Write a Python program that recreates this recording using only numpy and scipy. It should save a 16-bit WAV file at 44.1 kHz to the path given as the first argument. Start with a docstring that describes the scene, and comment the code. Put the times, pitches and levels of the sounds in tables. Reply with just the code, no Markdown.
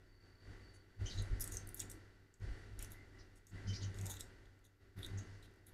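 """Cats eating in a walled yard

Three cats eat scraps off concrete: snaps of teeth and lips and runs of tiny cracks ring in their mouths, making
bursts of wet smacks and crunches, each with a brief wall echo. A far motor hums under a thin whine, and that
background swells and sinks. Small birds chirp in raspy, gliding whistles. The hand-held microphone adds soft
bumps, rumble and a little hiss."""
import sys
import numpy as np
from scipy import signal
from scipy.fft import rfft, irfft
from scipy.io import wavfile

SR = 44100
rng = np.random.default_rng(int(sys.argv[2]) if len(sys.argv) > 2 else 0)


def unload_wav(signal):
    """Save mono or channel-first audio to the path in sys.argv[1] as 16-bit WAV at rate SR, clipped to [-1, 1]."""
    wavfile.write(
        sys.argv[1],
        SR,
        np.round(np.clip(np.atleast_2d(signal).T, -1, 1) * 32767).astype(np.int16),
    )


N = 252693
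TIME = np.arange(N) / SR

# Levels in the tables are relative; the mix sets the final balance.
# swells of the background: peak_s, attack_s, hold_s, level_db
BACKGROUND_SWELLS = [(0, .03, 0.047, -76.5), (0.256, 0.11, 0.015, -74), (0.509, 0.17, .02, -67.5),
                     (0.884, 0.072, 0.087, -76.5), (1.012, 0.031, 0.54, -63.5),
                     (1.807, 0.067, 0.011, -65.5), (2.432, 0.04, 0.11, -64.5), (2.818, 0.11, 0.034, -66),
                     (3.177, 0.24, 0.014, -71), (3.555, 0.062, .58, -65), (4.825, .05, .02, -76.5),
                     (4.987, 0.033, 0.21, -65), (5.69, 0.073, .02, -74)]
# the motor's tones: pitch_hz, level_db
MOTOR_TONES = [(290.7, -74.5), (382.2, -72.5), (915.2, -95), (1152, -86), (1249, -95), (1346, -79),
               (1394, -87), (1443, -78.5), (1491, -81), (1540, -80), (1588, -80.5), (1637, -90),
               (1685, -84), (1733, -83.5), (1782, -81.5), (1830, -79), (1879, -92.5), (1927, -77),
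               (1970, -82), (2024, -77.5), (2067, -87), (2309, -85.5), (2740, -86), (2912, -86.5)]
# colour of the yard's air: frequency_hz, density_db
AIR_SPECTRUM = [(90, 16.5), (180, 9.5), (230, 10.5), (360, 12), (550, 3), (850, -0.5), (1200, -5.5),
                (1500, -10), (2000, -3), (2300, -8), (4700, -9), (7000, -15), (11000, -23), (15500, -44)]
# fader curve of the whine: time_s, level_db
WHINE_FADER = [(0, -17), (.17, 1), (.3, -5.5), (.42, -0.5), (.55, -15), (.7, 0.5), (.86, -8), (1.1, -14),
               (5.73, -16.5)]
# colour of the microphone's hiss: frequency_hz, density_db
HISS_SPECTRUM = [(100, 2.5), (9000, -3), (13500, 3), (16000, -4.5)]
# colour of the hand's rumble: frequency_hz, density_db
RUMBLE_SPECTRUM = [(12, -5.5), (27, 7.5), (48, 7), (72, -3.5), (130, -17), (250, -24), (600, -61),
                   (6000, -59), (15000, -78)]
# bumps on the microphone's housing: peak_s, half_length_s, boom_db, knock_vs_boom_db, rumble_db
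HOUSING_BUMPS = [(0.496, .025, -65, -10, -50), (1.03, 0.022, -38, -20, -39.5),
                 (1.2, 0.038, -38.5, -16.5, -42), (1.325, 0.021, -39, -26, -36),
                 (1.387, 0.023, -43, -17, -43), (1.55, 0.027, -61, -8, -48.5), (1.69, 0.021, -61, -16, -49),
                 (2.438, 0.019, -41, -17, -44), (2.502, 0.032, -56, -6.5, -41),
                 (2.73, 0.019, -53.5, -17, -58), (2.811, 0.034, -61, -16, -47.5),
                 (3.547, 0.02, -50.5, -4.5, -60), (3.706, 0.031, -35.5, -13.5, -48.5),
                 (3.863, 0.039, -39, -14, -62), (4.038, 0.042, -41, -15.5, -60),
                 (4.994, .019, -42.5, -15.5, -62), (5.171, 0.04, -40.5, -11.5, -60),
                 (5.32, 0.044, -55, -18, -73)]
# resonances of mouth and food, one list each for the low, mid and high band: pitch_hz, width_hz, level_db
MOUTH_MODES = [
    [(3670, 420, 0), (3500, 1700, -14)],
    [(6750, 800, 0), (8000, 1400, -1), (5800, 800, -5)],
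    [(9300, 1700, -1), (11000, 1800, 0), (12900, 2200, -1)],
]
# crunches of food: start_s, length_s, low_db, mid_db, high_db
FOOD_CRUNCHES = [(0.732, 0.044, -84, -75.5, -73), (1.22, 0.0081, -73, -58.5, -59),
                 (1.403, 0.028, -70, -47, -41), (1.434, 0.076, -86, -62, -72),
                 (1.508, 0.061, -81, -53.5, -60), (1.757, 0.074, -68.5, -63, -59.5),
                 (1.792, 0.018, -69, -50, -49), (1.892, 0.039, -78, -60, -62), (2.8, 0.044, -84, -63, -68),
                 (2.896, 0.051, -74, -74, -66), (3.35, 0.042, -88, -75, -75),
                 (3.466, 0.052, -87, -72.5, -80), (3.934, 0.17, -85, -68, -72),
                 (4.035, 0.15, -65.5, -61.5, -63), (4.096, 0.028, -58.5, -49.5, -52),
                 (4.192, 0.023, -59.5, -55, -59), (4.636, 0.04, -78, -75, -78),
                 (4.96, 0.084, -73, -87, -71), (5.019, 0.047, -61, -80, -65),
                 (5.417, 0.052, -69.5, -78, -75.5), (5.66, 0.042, -75, -79, -67)]
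# snaps of teeth and lips: start_s, low_db, mid_db, high_db
JAW_SNAPS = [(1.3978, -74, -51, -48), (1.4405, -57, -42.5, -37), (1.4757, -61, -48, -41),
             (1.521, -58, -43.5, -46.5), (1.54, -64, -46, -67), (1.569, -74, -34, -51),
             (1.6722, -75, -63, -48), (1.6895, -83, -58, -45.5), (1.744, -68.5, -54.5, -38.5),
             (1.7733, -74, -55, -53), (1.8011, -50, -33, -59), (1.816, -52, -60, -47),
             (1.8986, -65, -51, -48), (1.9145, -65, -48, -48), (2.3395, -85, -60.5, -70),
             (2.7907, -59.5, -49, -46.5), (2.8254, -72, -46.5, -41.5), (2.8452, -71, -50, -53),
             (2.9185, -73, -56, -48), (3.4682, -74, -57.5, -63), (3.9432, -61, -58, -61),
             (3.9863, -54.5, -50, -63), (4.012, -65, -47.5, -53), (4.057, -68, -46, -49),
             (4.0655, -57, -42, -48), (4.0975, -56, -49, -45), (4.1086, -48, -58, -57),
             (4.1393, -53, -56, -57), (4.168, -51, -51, -65), (4.2071, -48, -42, -45.5),
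             (4.455, -66, -73, -85), (4.65, -67, -76, -65.5), (4.9897, -59, -72, -58.5),
             (5.0295, -40.5, -63, -55.5), (5.0463, -40, -56, -61), (5.063, -61, -53.5, -52),
             (5.188, -62, -60, -62), (5.4261, -62, -65, -81), (5.6673, -77.5, -66, -55.5)]
# soft rubs and faint far noises: start_s, length_s, centre_hz, width_hz, level_db
SOFT_RUBS = [(1.025, 0.18, 5200, 3150, -62.5), (1.064, 0.27, 9200, 4500, -77.5),
             (1.158, .14, 586, 250, -69), (1.798, 0.04, 3060, 1400, -62.5), (1.817, 0.079, 240, 178, -61.5),
             (1.917, 0.083, 347, 111, -61), (2.777, 0.1, 2800, 1500, -65.5), (2.921, 0.14, 2050, 130, -69),
             (3.121, 0.1, 1950, 119, -73), (3.517, 0.091, 1985, 160, -67), (3.71, 0.07, 2290, 250, -65.5),
             (3.658, 0.14, 9000, 4000, -80), (3.942, 0.17, 2460, 700, -70.5), (4.014, .13, 725, 414, -64.5),
             (4.074, 0.082, 884, 90, -69), (5.22, 0.2, 5400, 2500, -79)]
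# bird chirps: start_s, length_s, start_hz, end_hz, level_db, rasp_share_of_pitch
BIRD_CHIRPS = [(1.057, 0.0208, 3037, 3150, -50, 0.042), (1.094, 0.035, 4670, 3830, -51, .11),
               (1.169, 0.037, 6720, 6420, -56, 0.04), (1.172, 0.0255, 3973, 4110, -50, .09),
               (3.184, 0.032, 5510, 4740, -64.5, 0.12), (3.664, 0.05, 4770, 5810, -57.5, 0.1),
               (3.671, 0.053, 3103, 3083, -58, 0.046), (3.825, .025, 3007, 2980, -60.5, 0.072),
               (3.725, .056, 4665, 5360, -50, 0.13), (3.803, 0.044, 3840, 4620, -57, 0.176),
               (3.815, 0.039, 6650, 5800, -55.5, 0.072), (5.172, 0.02, 6600, 6440, -55.5, 0.073),
               (5.182, 0.0053, 6290, 6350, -49.5, 0.021)]

SNAP_DECAY_S = 0.00064


def from_db(db):
    return 10 ** (np.asarray(db) / 20)


def unit_rms(x):
    return x / np.sqrt(np.mean(x ** 2) + 1e-20)


def add(track, start_s, sound):
    """Drop a sound onto a track."""
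    start = max(0, int(start_s * SR))
    part = track[start:start + len(sound)]
    part += sound[:len(part)]


def drift(rate_hz):
    """A smooth random wobble, moving at up to about rate_hz; rms 1."""
    hz = np.fft.rfftfreq(N, 1 / SR)
    return unit_rms(irfft(rfft(rng.standard_normal(N)) / (1 + (hz / rate_hz) ** 4), N))


def coloured_noise(spectrum):
    """Noise shaped by an EQ curve; rms 1."""
    points, hz = np.array(spectrum), np.fft.rfftfreq(N, 1 / SR)
    gain = from_db(np.interp(np.log(hz + 1), np.log(points[:, 0]), points[:, 1]))
    return unit_rms(irfft(rfft(rng.standard_normal(N)) * gain, N))


def noise_band(hz, width_hz, count=N):
    """Noise through one steep-sided resonance; rms about 1."""
    edges = np.clip([hz - width_hz / 2, hz + width_hz / 2], 10, .45 * SR)
    bandpass = signal.butter(2, edges, "band", fs=SR, output="sos")
    return signal.sosfilt(bandpass, rng.standard_normal(count)) * np.sqrt(SR / 2 / width_hz)


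def background_swell(sink_db_per_s):
    """The background's gain ride: each swell rises, holds and sinks, and the loudest one wins."""
    levels = []
    for peak_s, attack_s, hold_s, db in BACKGROUND_SWELLS:
        rise = np.clip(1 + (TIME - peak_s) / attack_s, 1e-6, 1)
        sunk_db = sink_db_per_s * np.maximum(TIME - peak_s - hold_s, 0)
        levels.append(db + 20 * np.log10(rise) - sunk_db)
    return from_db(np.max(levels, axis=0))


def far_motor(turn_hz, tones_db, drone_db, rattle_db, waver):
    """A motor hums: wavering tones, a drone at twice the turning rate and a rattle on every turn."""
    clock = TIME + np.cumsum(0.00072 * drift(2.8)) / SR  # the speed wanders slightly
    tones, flicker = np.zeros(N), drift(19.0)
    for hz, db in MOTOR_TONES:
        wobble = 1 + waver * np.roll(flicker, rng.integers(N))
        tones += from_db(db) * wobble * np.sin(2 * np.pi * (hz * clock + rng.random()))
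    turn = 2 * np.pi * turn_hz * clock
    drone = (1 + waver * flicker) * np.sin(2 * turn)
    rattle = unit_rms((1 + np.cos(turn)) ** 3 * noise_band(hz=1703, width_hz=830))
    return from_db(tones_db) * unit_rms(tones) + from_db(drone_db) * drone + from_db(rattle_db) * rattle


def far_whine():
    """A thin whine of narrow-band noise, strongest in the first second."""
    fader_db = np.interp(TIME, *np.transpose(WHINE_FADER))
    return from_db(fader_db) * noise_band(hz=4538, width_hz=140)


def handling(swell, boom_hz, bump_gain_db, rumble_gain_db, resting_db):
    """Each bump booms at the housing's low resonance, with a dull knock on top and a lift in rumble."""
    bumps, knock = np.zeros(N), noise_band(hz=177.7, width_hz=48.5)
    rumble_power = (swell * from_db(resting_db)) ** 2
    for peak_s, half_length_s, boom_db, knock_db, rumble_db in HOUSING_BUMPS:
        envelope = np.exp(-.5 * ((TIME - peak_s) / half_length_s) ** 2)
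        boom = np.sqrt(2) * np.cos(2 * np.pi * boom_hz * (TIME - peak_s))
        bumps += from_db(boom_db + bump_gain_db) * envelope * (boom + from_db(knock_db) * knock)
        rumble_power += (from_db(rumble_db + rumble_gain_db) * envelope) ** 2
    return bumps + np.sqrt(rumble_power) * coloured_noise(RUMBLE_SPECTRUM)


def mouth_ring(modes, detune, vary_db):
    """The mouth's ring in one bite: its shape retunes the resonances together and rebalances them."""
    age, ring = TIME[:256], 0
    tuning = np.exp(detune * np.clip(rng.standard_normal(), -1, 1))
    for hz, width_hz, db in modes:
        # soft tissue lets each resonance bloom briefly before it dies
        envelope = age ** 3 * np.exp(-2.3 * np.pi * width_hz * age)
        mode = envelope / envelope.max() * np.cos(2 * np.pi * (hz * tuning * age + rng.random()))
        ring += from_db(db + vary_db * rng.standard_normal()) * unit_rms(mode)
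    return ring / np.linalg.norm(ring)


def snap(ring, decay_s, count):
    """One wet click: a few milliseconds of noise set the mouth ringing; rms 1."""
    age = TIME[:count]
    burst = rng.standard_normal(count) * age * np.exp(-age / decay_s)
    return unit_rms(np.convolve(burst, ring))


def tongue_ticks(per_s, level_db, spread_db):
    """Tongues and crumbs tick faintly at random, in the mouth's upper resonances."""
    out = np.zeros(N)
    starts = np.cumsum(rng.exponential(1 / per_s, size=40))
    for start_s, db in zip(starts, rng.normal(level_db, spread_db, size=40)):
        ring = mouth_ring(MOUTH_MODES[1] + MOUTH_MODES[2], detune=.03, vary_db=4.5)
        add(out, start_s, from_db(db) * snap(ring, SNAP_DECAY_S, count=256))
    return out


def fractures(length_s, per_s, fizz):
    """Food breaks in a run of tiny, uneven cracks over a fine fizz; rms 1."""
    count = int(length_s * SR)
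    cracks = rng.random(count) < per_s / SR
    return unit_rms((cracks + fizz) * rng.standard_normal(count) * signal.windows.tukey(count, .45))


def chewing(snap_db, crunch_db, firm_bite_db):
    """Snaps and crunches ring the mouth's three bands, each bite with its own blend."""
    out = np.zeros(N)
    for band, modes in enumerate(MOUTH_MODES):
        for start_s, *levels in JAW_SNAPS:
            softness_db = max(firm_bite_db - max(levels), 0)
            decay_s = SNAP_DECAY_S * (1 + 0.02 * softness_db)  # gentler bites are slower
            ring = mouth_ring(modes, detune=0.0085, vary_db=4.0)
            for delay_s, db in ((0, 0), (0.0036, -8.5)):  # the jaw closes with a second, weaker snap
                click = snap(ring, decay_s, count=768)
                add(out, start_s + delay_s, from_db(levels[band] + snap_db + db) * click)
        for start_s, length_s, *levels in FOOD_CRUNCHES:
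            cracks = fractures(length_s, per_s=860, fizz=0.29)
            ring = mouth_ring(modes, detune=0.014, vary_db=5.0)
            add(out, start_s, from_db(levels[band] + crunch_db) * np.convolve(cracks, ring))
    return out


def yard_echo(sound, t60_s, lowpass_hz):
    """The yard's hard surfaces scatter back a short, slightly darker tail."""
    age = TIME[:SR // 2]
    tail = rng.standard_normal(len(age)) * from_db(-60 * age / t60_s) * (1 - np.exp(-age / 0.0035))
    lowpass = signal.butter(1, lowpass_hz, fs=SR, output="sos")
    return signal.fftconvolve(sound, signal.sosfilt(lowpass, tail / np.linalg.norm(tail)))[:N]


def rubs():
    """Soft rubs and faint far noises: each is one band of noise, faded in and out."""
    out = np.zeros(N)
    for start_s, length_s, hz, width_hz, db in SOFT_RUBS:
        count = int(length_s * SR)
        noise = unit_rms(noise_band(hz, width_hz, 2 * count)[count:])  # let the resonance settle first
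        add(out, start_s, from_db(db) * noise * signal.windows.tukey(count, .6))
    return out


def birds(flutter_hz):
    """Short gliding whistles with one overtone; a fast pitch flutter gives them their rasp."""
    out, flutter = np.zeros(N), drift(flutter_hz)
    for start_s, length_s, start_hz, end_hz, db, rasp in BIRD_CHIRPS:
        count, start = int(length_s * SR), int(start_s * SR)
        hz = np.linspace(start_hz, end_hz, count) * (1 + rasp * flutter[start:start + count])
        phase = 2 * np.pi * np.cumsum(hz) / SR
        overtone_db = -56 * np.log2(start_hz / 3100)  # the beak favours the overtone of low notes
        whistle = np.sin(phase) + from_db(overtone_db) * np.sin(2 * phase)
        add(out, start_s, from_db(db) * whistle * signal.windows.tukey(count, .45))
    return out


def scene():
    """The mono mix: cats up close, birds set back in their echoes, a swelling bed underneath."""
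    swell = background_swell(sink_db_per_s=29)
    cats = chewing(snap_db=-14.0, crunch_db=-3.5, firm_bite_db=-49)
    chirps = birds(flutter_hz=1220)
    ground_scatter = from_db(-11.5) * yard_echo(cats, t60_s=0.12, lowpass_hz=15000)
    wall_echo = from_db(-10) * yard_echo(cats, t60_s=0.21, lowpass_hz=12000)
    far_birds = from_db(-2.0) * chirps + from_db(0.5) * yard_echo(chirps, t60_s=0.16, lowpass_hz=8600)
    whine = far_whine()
    motor = far_motor(turn_hz=48.54, tones_db=1.24, drone_db=10.5, rattle_db=-6.5, waver=0.3)
    air = from_db(7.0) * coloured_noise(AIR_SPECTRUM)
    hiss = from_db(-90.0) * coloured_noise(HISS_SPECTRUM)
    hand = handling(swell, boom_hz=98.5, bump_gain_db=-2, rumble_gain_db=-1.5, resting_db=7.5)
    bed = swell * (whine + motor + air) + hiss + hand + rubs()
    ticks = tongue_ticks(per_s=2.5, level_db=-84, spread_db=1.5)
    return (cats + ground_scatter + wall_echo + ticks + far_birds + bed)[None]


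def record(dry):
    """The microphone rolls off the highest treble, and a steep filter cuts the very top."""
    rolloff = signal.butter(3, 14600, fs=SR, output="sos")
    high_cut = signal.ellip(10, .1, 70, 15650, fs=SR, output="sos")
    return signal.sosfilt(high_cut, signal.sosfilt(rolloff, dry))


dry = scene()
out = record(dry)
unload_wav(out)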